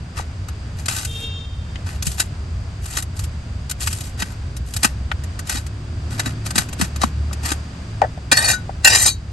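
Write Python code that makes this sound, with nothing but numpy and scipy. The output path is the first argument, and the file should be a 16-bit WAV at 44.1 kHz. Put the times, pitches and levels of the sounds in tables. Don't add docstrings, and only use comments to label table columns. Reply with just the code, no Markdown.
import sys
import numpy as np
from scipy import signal
from scipy.fft import rfft, irfft, next_fast_len
from scipy.io import wavfile
from scipy.ndimage import map_coordinates

SR = 44100
rng = np.random.default_rng(int(sys.argv[2]) if len(sys.argv) > 2 else 0)


def log_audio(samples):
    frames = np.atleast_2d(samples).T
    limited = np.clip(frames, -1, 1)
    pcm = np.round(limited * 32767).astype(np.int16)
    wavfile.write(sys.argv[1], SR, pcm)


N = 411012
TIME = np.arange(N) / SR
SHORT = np.arange(8192) / SR

# start in seconds, length in seconds, crackle in dB,
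# growth over the stroke in dB, body in dB relative to the crackle.
SLICES = [(0.171, 0.035, -45, -6.5, 11), (0.787, 0.028, -39, -4, -2), (0.898, 0.14, -28.5, -9, -7.5),
          (1.04, 0.2, -38.5, -5, -18), (1.869, 0.097, -46.5, -7.5, 5.5), (2.057, 0.069, -28.5, -2, -21.5),
          (2.186, 0.016, -26, 3, -7), (2.822, 0.16, -35, 14.5, -6.5), (3.168, 0.067, -40.5, -3, -10),
          (3.81, 0.033, -26, -3, -12.5), (3.866, 0.21, -34.5, -5.5, -12.5), (4.183, 0.02, -35.5, 13, 0.5),
          (4.257, 0.073, -46.5, -2, 2.5), (4.665, 0.14, -40.5, 7, -17.5), (4.836, 0.012, -25.5, 1, 0),
          (5.47, 0.095, -30, 8.5, -3), (6.116, 0.03, -38.5, -2, 1.5), (6.183, 0.05, -42.5, -4, 3.5),
          (6.262, 0.012, -33, -6, 4.5), (6.466, 0.015, -30.5, -12, -3.5), (6.554, 0.06, -29.5, 1, -4),
          (6.793, 0.05, -31.5, 0.5, -2), (7.018, 0.026, -31.5, -6, 3.5), (7.437, 0.074, -29.5, 5, -2)]
# time in seconds, level in dB.
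CRACKS = [(0.486, -35.5), (0.859, -23.5), (0.884, -17), (0.964, -21.5), (0.985, -22.5), (1.050, -20),
          (2.025, -19.5), (2.068, -17), (2.200, -12), (2.217, -25), (2.858, -27.5), (2.971, -17),
          (2.984, -22), (3.025, -25), (3.193, -25), (3.24, -27), (3.697, -22.5), (3.712, -19),
          (3.872, -16.5), (3.929, -19.5), (4.008, -28), (4.221, -22), (4.567, -27.5), (4.738, -22),
          (4.765, -17.5), (4.832, -15), (4.846, -10.5), (5.117, -41), (5.238, -34), (5.392, -27),
          (5.495, -19), (5.665, -33.5), (6.196, -20.5), (6.507, -23), (6.557, -17), (6.581, -9),
          (6.688, -32.5), (6.729, -27), (6.813, -15.5), (6.961, -29.5), (7.034, -22), (7.33, -28.5),
          (7.457, -23), (7.518, -19.5)]
# frequency in Hz, density in dB per Hz.
CRACKLE_SPECTRUM = [(1120, -14), (2280, -6.5), (3280, -4), (5150, -4.5), (8450, 2.5), (11700, 4),
                    (15700, -1.5)]
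FLESH_SPECTRUM = [(160, -10), (290, 10), (490, -6), (800, 7), (1180, 3), (1850, 5.5), (3100, -2)]
# frequency in Hz, undamped width in Hz, then gain in dB with the edge in the
BLADE_MODES = [(1214, 60, -1, -1, -17, -15), (1552, 51, -0.5, -9, -3, 2.5), (1823, 100, -6.5, -2, -8, 0.5),
               (2397, 10, -21, -5, -5, -1.5), (2650, 31, 7, -23, -6, 6.5), (3887, 19, 6.5, -1.5, 6.5, 6),
               (4200, 120, 0, -11, -6, 1.5), (4450, 34, -3, 0, -3, -11), (4940, 240, -0.5, 1.5, 0, 6.5),
               (5664, 70, -4, 2, -21, 5), (6220, 60, -8, -16, 6, -16), (6930, 33, -7, -2, -10, -10),
               (7020, 64, -6, -15, -1, 0), (8080, 100, -2, -0.5, -8, -3), (8570, 71, -24, 1, -3.5, -15)]
# time in seconds, level in dB, pitch in Hz.
JOLTS = [(2.071, -8.5, 137), (4.222, -14, 196), (4.848, -6, 220), (5.55, -14, 241), (6.265, -11, 247),
         (6.56, -10, 220), (6.584, -8.5, 171), (6.799, -10.5, 262), (6.821, -4.5, 182.8), (7.036, 1.5, 719),
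         (7.037, 12.5, 1110), (7.04, -3.5, 217), (7.517, -9.5, 293.5), (8.324, -7.5, 270)]
# time in seconds, level in dB, centre frequency in Hz.
SNAPS = [(0.197, -18, 770), (0.884, -13.5, 1720), (1.757, -21.5, 2050), (3.874, -12.5, 1870),
         (4.223, -18.5, 2170), (4.849, -11, 1610), (5.116, -11, 1445), (6.197, -18, 1340),
         (7.037, -11, 930)]
# start in seconds, length in seconds, grit in dB, growth over the drag in dB,
# body in dB relative to the grit, chatter pitch in Hz, tilt (-1 one face, 0 edge, 1 other face).
DRAGS = [(8.335, 0.14, -19.5, 3, -2, 4600, -0.9), (8.484, .038, -12.5, 0, -5, 8330, -0.44),
         (8.86, 0.029, -19, -24, -3.5, 3500, 1), (8.9, .06, -16.5, 2.5, -1, 4853, 0.87),
         (8.967, 0.035, -18, -2, -8, 7000, 0.49), (9.003, .035, -11, -1, -12.5, 8080, 0.22),
         (9.06, 0.021, -7.5, 0.5, -12.5, 7380, 0.3)]
# time in seconds, level in dB.
LANDINGS = [(8.316, -4.5), (8.324, -8), (8.371, -13), (8.382, -16.5), (8.847, -1.5), (8.873, -5),
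            (8.949, -11)]
# frequency in Hz, density in dB per Hz.
GRIT_SPECTRUM = [(1120, -15.5), (2280, -25), (3280, -8.5), (5150, -3.5), (8450, 3.5), (11700, 6),
                 (15700, -14)]
STONE_SPECTRUM = [(125, -13), (235, 1), (365, 0.5), (490, 7.5), (740, 2), (1260, -4.5), (1850, 3),
                  (2700, -1.5), (4000, -5), (8000, -21)]
# time in seconds, level in dB, mode in Hz.
RINGS = [(8.533, -20.5, 1480), (8.533, -28, 3892), (9.088, -20, 3910), (9.088, -23, 4440)]
# time in seconds, level in dB, pitch in Hz.
KNOCKS = [(7.312, -24, 1150), (8.018, 2, 715), (8.0245, -11, 790), (8.039, -9.5, 710), (8.046, -17, 805),
          (8.176, -25, 693), (8.694, -17.5, 734.6)]
# frequency in Hz, density in dB per Hz.
HOLLOW_SPECTRUM = [(200, -37), (600, 8), (850, -1.5), (1400, -17), (1720, -5.5), (2300, -30), (9000, -45)]
# multiple of the pitch, level in dB.
HORN_PARTIALS = [(1, -9), (5, -22), (6, -7), (7, 0), (8, 1.5), (9, -16), (12, -17), (14, -21), (15, -18)]
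# time in seconds, rate in Hz, firing tone in dB, overtones in dB.
ENGINE = [(0, 63.95, -63, -41), (1.9, 70.6, -41, -44), (2.9, 71, -61, -41), (3.6, 65.86, -25, -44),
          (4.2, 62.1, -43, -44), (4.75, 61.95, -27, -35), (5.4, 70.1, -31, -37), (5.9, 71.04, -35, -32),
          (6.35, 71.96, -35, -29.5), (6.6, 72.2, -32.5, -29.5), (6.9, 72.5, -25, -32),
          (7.25, 73.07, -23, -32), (7.75, 73.5, -26.5, -33.5), (7.95, 72.44, -46, -32),
          (9.3, 68.58, -37, -36.5)]
# multiple of the rate, level in dB.
ENGINE_OVERTONES = [(1.5, -1), (2, -9.5), (2.5, -14.5), (3.5, -18.5), (4, -18.5), (5, -19.5)]
# time in seconds, air in dB, change of the rumble in dB.
STREET = [(0.05, -44.5, -1.5), (5.7, -44, -1), (6.3, -42, -4), (7.6, -40.5, -8), (8.4, -44, -3),
          (9.25, -46, -2.5)]
# frequency in Hz, density in dB per Hz.
RUMBLE_SPECTRUM = [(22, -49), (32, -9.5), (51, 2), (75, 8.5), (110, 3), (157, -12.5), (200, -33),
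                   (233, -13.5), (272, -50), (380, -25.5), (490, -36), (840, -120)]
AIR_SPECTRUM = [(30, 15.5), (150, 19), (330, 4.5), (480, 1), (660, 3), (850, -0.5), (1600, -0.5),
                (2000, -4.5), (2700, -5.5), (3200, -8), (4400, -10), (4750, -2.5), (5200, -11), (8500, -15),
                (12000, -27), (16000, -5)]
# frequency in Hz, left-right correlation.
STREET_LIKENESS = [(60, 1), (290, 0.98), (640, 0.5), (1400, 0.037), (7000, 0.41)]
# frequency in Hz, left minus right in dB.
LEFT_BIAS = [(150, 2.5), (400, 2), (750, 3.5), (1200, 7.5), (1550, 8.5), (2000, 1), (2350, 1), (3000, 4),
             (3900, 2.5), (5200, 3.5), (5800, 3.5), (7100, 2), (8100, 1), (15000, -1.5)]
# frequency in Hz, left minus right in radians.
LEFT_LEAD = [(200, -1.86), (1150, 1.56), (1330, 3.5), (1550, -2), (1900, -1.67), (2300, -1.5), (2750, 1),
             (3300, 0.35), (4300, 0.1), (5000, 0.5), (5500, 0.6), (6100, 0.83), (7200, 0.85), (8600, -1.74),
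             (9600, -1.5), (11500, -1.23)]
# frequency in Hz, gain in
# dB.
TREBLE_COLOUR = [(9000, -1), (9600, -10.5), (10200, -22.5), (10900, -14.5), (11300, -1), (11800, -8.5),
                 (12350, -21), (13000, -55), (15600, -89)]

SLICE_ATTACK_S, SLICE_RELEASE_S = 0.017, 0.053
CRACK_RISE_S, CRACK_HOLD_S, CRACK_FALL_S = 0.0029, 0.002, 0.013
DRAG_ATTACK_S, DRAG_RELEASE_S = 0.014, 0.035
LANDING_RISE_S, LANDING_HOLD_S, LANDING_FALL_S = 0.0016, 0.0025, 0.015
CRACK_BODY_DB, LANDING_BODY_DB = -1.5, -1
BITE_DB = -31.5
APART_DB = -24
CHATTER_DB, CHATTER_WIDTH_HZ = -10, 1850
RING_T60_S = 0.16
ECHO_DB, ECHO_T60_S = -16, 0.027
HORN_START_S, HORN_ATTACK_S = 1.065, 0.027
HORN_PEAK_S, HORN_DB = 1.25, -34.5
HORN_RISE_DB_PER_S, HORN_FALL_DB_PER_S = 38, 58
HORN_HZ, HORN_SAG_HZ_PER_S = 458.5, 10
RUMBLE_DB, RUMBLE_SWING_DB = -26, 1.3
AIR_DB = 10
TOP_HZ = 15800


def cutting():
    clumps = unit(amp(3.2 * wobble(350))) ** 2
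    stroke_power = clumps * strokes(SLICES, SLICE_ATTACK_S, SLICE_RELEASE_S)
    crack_power = bursts(CRACKS, SLICES, CRACK_RISE_S, CRACK_HOLD_S, CRACK_FALL_S, CRACK_BODY_DB)
    crackle, body = np.sqrt(stroke_power + crack_power)
    top = widened(lambda: coloured(crackle * grains(rate=4600, scatter_db=2.5, smooth=0.099), CRACKLE_SPECTRUM))
    low = widened(lambda: coloured(body * grains(rate=3900, scatter_db=1.5, smooth=0.26), FLESH_SPECTRUM))
    force = amp(1.1) * top + amp(0.5) * low
    bite = body / (body + amp(BITE_DB))
    gains = amp(np.array(BLADE_MODES)[:, 2] - 11.5)
    return force + blade(bite * force, gains, damping=40, roam_db=2, roam_rate=14)


def blade(force, gains, damping, roam_db, roam_rate):
    sound = np.zeros_like(force)
    for (hz, width, *_), gain in zip(BLADE_MODES, gains):
        pole = np.exp((2j * np.pi * hz - np.pi * (width + damping)) / SR)
        roaming = unit(amp(roam_db * wobble(roam_rate)))
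        drive = force * (gain * roaming)
        feedback = [1, -2 * pole.real, abs(pole) ** 2]
        sound += np.sqrt(1 - abs(pole) ** 2) * signal.lfilter([1, -pole.real], feedback, drive)
    return sound


def grains(rate, scatter_db, smooth):
    sizes = amp(scatter_db * np.clip(rng.standard_normal(N), -2, 2)) * rng.choice([-1, 1], N)
    fractures = unit(sizes * (rng.random(N) < rate / SR))
    return unit(fractures + smooth * rng.standard_normal(N))


def strokes(table, attack, release):
    power = np.zeros((2, N))
    for s, length, db, growth_db, body_db in table:
        near = slice(max(int((s - 0.2) * SR), 0), int((s + 0.5) * SR))
        t = TIME[near] - s
        growth = growth_db * (np.clip(t / length, 0, 1) - 0.5)
        shape_db = growth + gate_db(t, attack, length, release)
        power[:, near] += amp(np.array([[db], [db + body_db]]) + shape_db) ** 2
    return power


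def bursts(table, during, rise, hold, fall, extra_db):
    start, length, _, _, body = np.transpose(during)[:5]
    power = np.zeros((2, N))
    for s, db in table:
        near = slice(max(int((s - 0.1) * SR), 0), int((s + 0.3) * SR))
        t = TIME[near] - s
        body_db = np.interp(s, start + length / 2, body) + extra_db
        power[:, near] += amp(np.array([[db], [db + body_db]]) + gate_db(t, rise, hold, fall)) ** 2
    return power


def gate_db(t, attack, hold, release):
    return -20 * np.maximum(np.maximum(-t / attack, (t - hold) / release), 0)


def widened(source):
    mid, side = source(), amp(APART_DB) * source()
    return np.array([mid + side, mid - side])


def jolts():
    return thuds(JOLTS, cycles=9.9, attack=0.0017)


def thuds(table, cycles, attack):
    track = np.zeros(N)
    for s, db, hz in table:
        decay = amp(db - 60 * SHORT * hz / cycles)
        onset = 1 - np.exp(-SHORT / attack)
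        add(track, s, decay * onset * np.sin(2 * np.pi * hz * SHORT))
    return track


def snaps():
    track = np.zeros(N)
    for s, db, hz in SNAPS:
        burst = rng.standard_normal(len(SHORT))
        band = signal.butter(2, [hz / 1.8, hz * 1.44], "bandpass", fs=SR, output="sos")
        tone = signal.sosfilt(band, burst)
        add(track, s, unit(tone) * amp(db - 60 * SHORT / 0.018))
    return track


def scraping():
    pits = unit(amp(3 * wobble(520))) ** 2
    drag_power = pits * strokes([row[:5] for row in DRAGS], DRAG_ATTACK_S, DRAG_RELEASE_S)
    landing_power = bursts(LANDINGS, DRAGS, LANDING_RISE_S, LANDING_HOLD_S, LANDING_FALL_S, LANDING_BODY_DB)
    grit, body = np.sqrt(drag_power + landing_power)
    pitch, tilt = curves([(s + part * length, hz, lean)
                          for s, length, *_, hz, lean in DRAGS for part in (0, 1)])
    top = widened(lambda: coloured(grit * grains(rate=5000, scatter_db=3, smooth=0.5), GRIT_SPECTRUM))
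    low = widened(lambda: coloured(body * grains(rate=2200, scatter_db=3, smooth=0.3), STONE_SPECTRUM))
    rough = top + amp(CHATTER_DB) * grit * chatter(pitch)
    force = amp(-4.0) * rough + amp(-5.5) * low
    force = sliding(force, delay=0.0011, sweep=0.1, rate=14)
    gains = [np.interp(tilt, (-1, 0, 1), amp(mode[3:])) for mode in BLADE_MODES]
    ring = blade(force, gains, damping=20, roam_db=2.5, roam_rate=30)
    bent = TIME - 0.00015 * wobble(25)
    bent_ring = np.array([np.interp(bent, TIME, port) for port in ring])
    return amp(-1.5) * force + amp(-7.5) * bent_ring


def chatter(pitch):
    slips = np.array([grains(rate=1700, scatter_db=6.5, smooth=0.21) for _ in range(2)])
    a, b = signal.sosfilt(signal.butter(2, CHATTER_WIDTH_HZ / 2, fs=SR, output="sos"), slips)
    phase = 2 * np.pi * np.cumsum(pitch) / SR
    return unit(a * np.cos(phase) + b * np.sin(phase))


def sliding(x, delay, sweep, rate):
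    lag = delay * (1 + sweep * wobble(rate))
    return np.array([port + np.interp(TIME - lag, TIME, port) / 2 for port in x]) / np.hypot(1, 0.5)


def lifting():
    track = np.zeros(N)
    for s, db, hz in RINGS:
        waver = wobble(60)[:len(SHORT)] / 2
        add(track, s, amp(db - 60 * SHORT / RING_T60_S) * np.sin(2 * np.pi * hz * SHORT + waver))
    return track


def board():
    blows = thuds(KNOCKS, cycles=7.3, attack=0.0022)
    hollow = coloured(rng.standard_normal(N), HOLLOW_SPECTRUM)
    tail = np.zeros(N)
    for s, db, _ in KNOCKS:
        add(tail, s, amp(db - 12.5 - 60 * SHORT / 0.071))
    return amp(15.0) * blows + hollow * tail


def reflections(x, t60, gap):
    tail = rng.standard_normal((2, len(SHORT))) * amp(-60 * SHORT / t60) * (SHORT > gap)
    return through(x, tail / np.linalg.norm(tail[0]))


def horn():
    t = TIME - HORN_PEAK_S
    pitch = HORN_HZ - HORN_SAG_HZ_PER_S * np.abs(t)
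    swell = amp(-np.maximum(-t * HORN_RISE_DB_PER_S, t * HORN_FALL_DB_PER_S))
    onset = np.clip((TIME - HORN_START_S) / HORN_ATTACK_S, 0, 1)
    waver = 1 + 0.004 * wobble(130)
    flutter = unit(amp(2.5 * wobble(95)))
    call = onset * amp(HORN_DB) * swell * flutter * harmonics(pitch * waver, HORN_PARTIALS)
    return call + amp(-5) * reflections(call, t60=0.5, gap=0.01)


def harmonics(pitch, tone):
    phase = 2 * np.pi * np.cumsum(pitch) / SR
    return np.sqrt(2) * sum(amp(db) * np.sin(k * phase + rng.uniform(0, 2 * np.pi)) for k, db in tone)


def engine():
    rate, firing_db, overtones_db = curves(ENGINE)
    rate = rate * (1 + 0.004 * wobble(11))
    swing = amp(1.6 * wobble(3.5))
    firing = amp(firing_db) * harmonics(rate, [(0.99, 0.017)])
    overtones = amp(overtones_db) * harmonics(rate, ENGINE_OVERTONES)
    return swing * (firing + overtones)


def street():
    air_db, traffic_db = curves(STREET)
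    rumble_db = RUMBLE_DB + traffic_db + RUMBLE_SWING_DB * wobble(6.5)
    rumble = amp(rumble_db) * street_noise(RUMBLE_SPECTRUM)
    air = amp(air_db + AIR_DB + wobble(4.7)) * street_noise(AIR_SPECTRUM)
    return rumble + air


def street_noise(spectrum):
    def split(hz):
        turn = np.arccos(np.clip(along(STREET_LIKENESS, hz), -1, 1)) / 2
        return amp(along(spectrum, hz)) * [np.cos(turn), np.sin(turn)]
    mid, side = filtered(rng.standard_normal((2, N)), split)
    return unit(np.array([mid + side, mid - side]))


def amp(db):
    return 10 ** (np.asarray(db) / 20)


def unit(x):
    return x / np.sqrt(np.mean(x ** 2) + 1e-20)


def along(points, hz):
    f, v = np.transpose(points)
    return np.interp(np.log(hz + 1), np.log(f + 1), v)


def curves(rows):
    s, *cols = np.transpose(rows)
    return [np.interp(TIME, s, c) for c in cols]


def wobble(rate):
    coarse_time = TIME[::20]
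    knots = rng.standard_normal(int(N * rate / SR) + 4)
    return np.interp(TIME, coarse_time, map_coordinates(knots, [coarse_time * rate]))


def filtered(x, response):
    m = next_fast_len(N + SR // 2)
    return irfft(rfft(x, m) * response(np.fft.rfftfreq(m, 1 / SR)), m)[..., :N]


def causal(spectrum):
    n = len(SHORT)
    cepstrum = irfft(np.log(amp(along(spectrum, np.fft.rfftfreq(n, 1 / SR)))))
    cepstrum[1:n // 2] *= 2
    cepstrum[n // 2 + 1:] = 0
    return irfft(np.exp(rfft(cepstrum)))


def through(x, response):
    return signal.oaconvolve(np.atleast_2d(x), np.atleast_2d(response), axes=1)[:, :N]


def coloured(x, spectrum):
    response = causal(spectrum)
    return through(x, response / np.linalg.norm(response))[0]


def add(track, s, sound):
    part = track[max(round(s * SR), 0):][:len(sound)]
    part += sound[:len(part)]


def scene():
    near = cutting() + scraping() + lifting() + board() + snaps()
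    bright = filtered(near, lambda hz: amp(along([(300, -3), (1200, 14.5)], hz)))
    near = near + amp(ECHO_DB) * reflections(bright, t60=ECHO_T60_S, gap=0.001393)
    near = near + jolts()
    ports = np.array([[0.5], [-0.5]])
    near = filtered(near, lambda hz: amp(ports * along(LEFT_BIAS, hz))
                    * np.exp(1j * ports * along(LEFT_LEAD, hz)))
    return near + horn() + engine() + street()


def record(dry):
    sound = through(dry, causal(TREBLE_COLOUR))
    sound = sound / (1 + np.abs(sound) ** 6) ** (1 / 6)
    return filtered(sound, lambda hz: hz < TOP_HZ)


dry = scene()
out = record(dry)
log_audio(out)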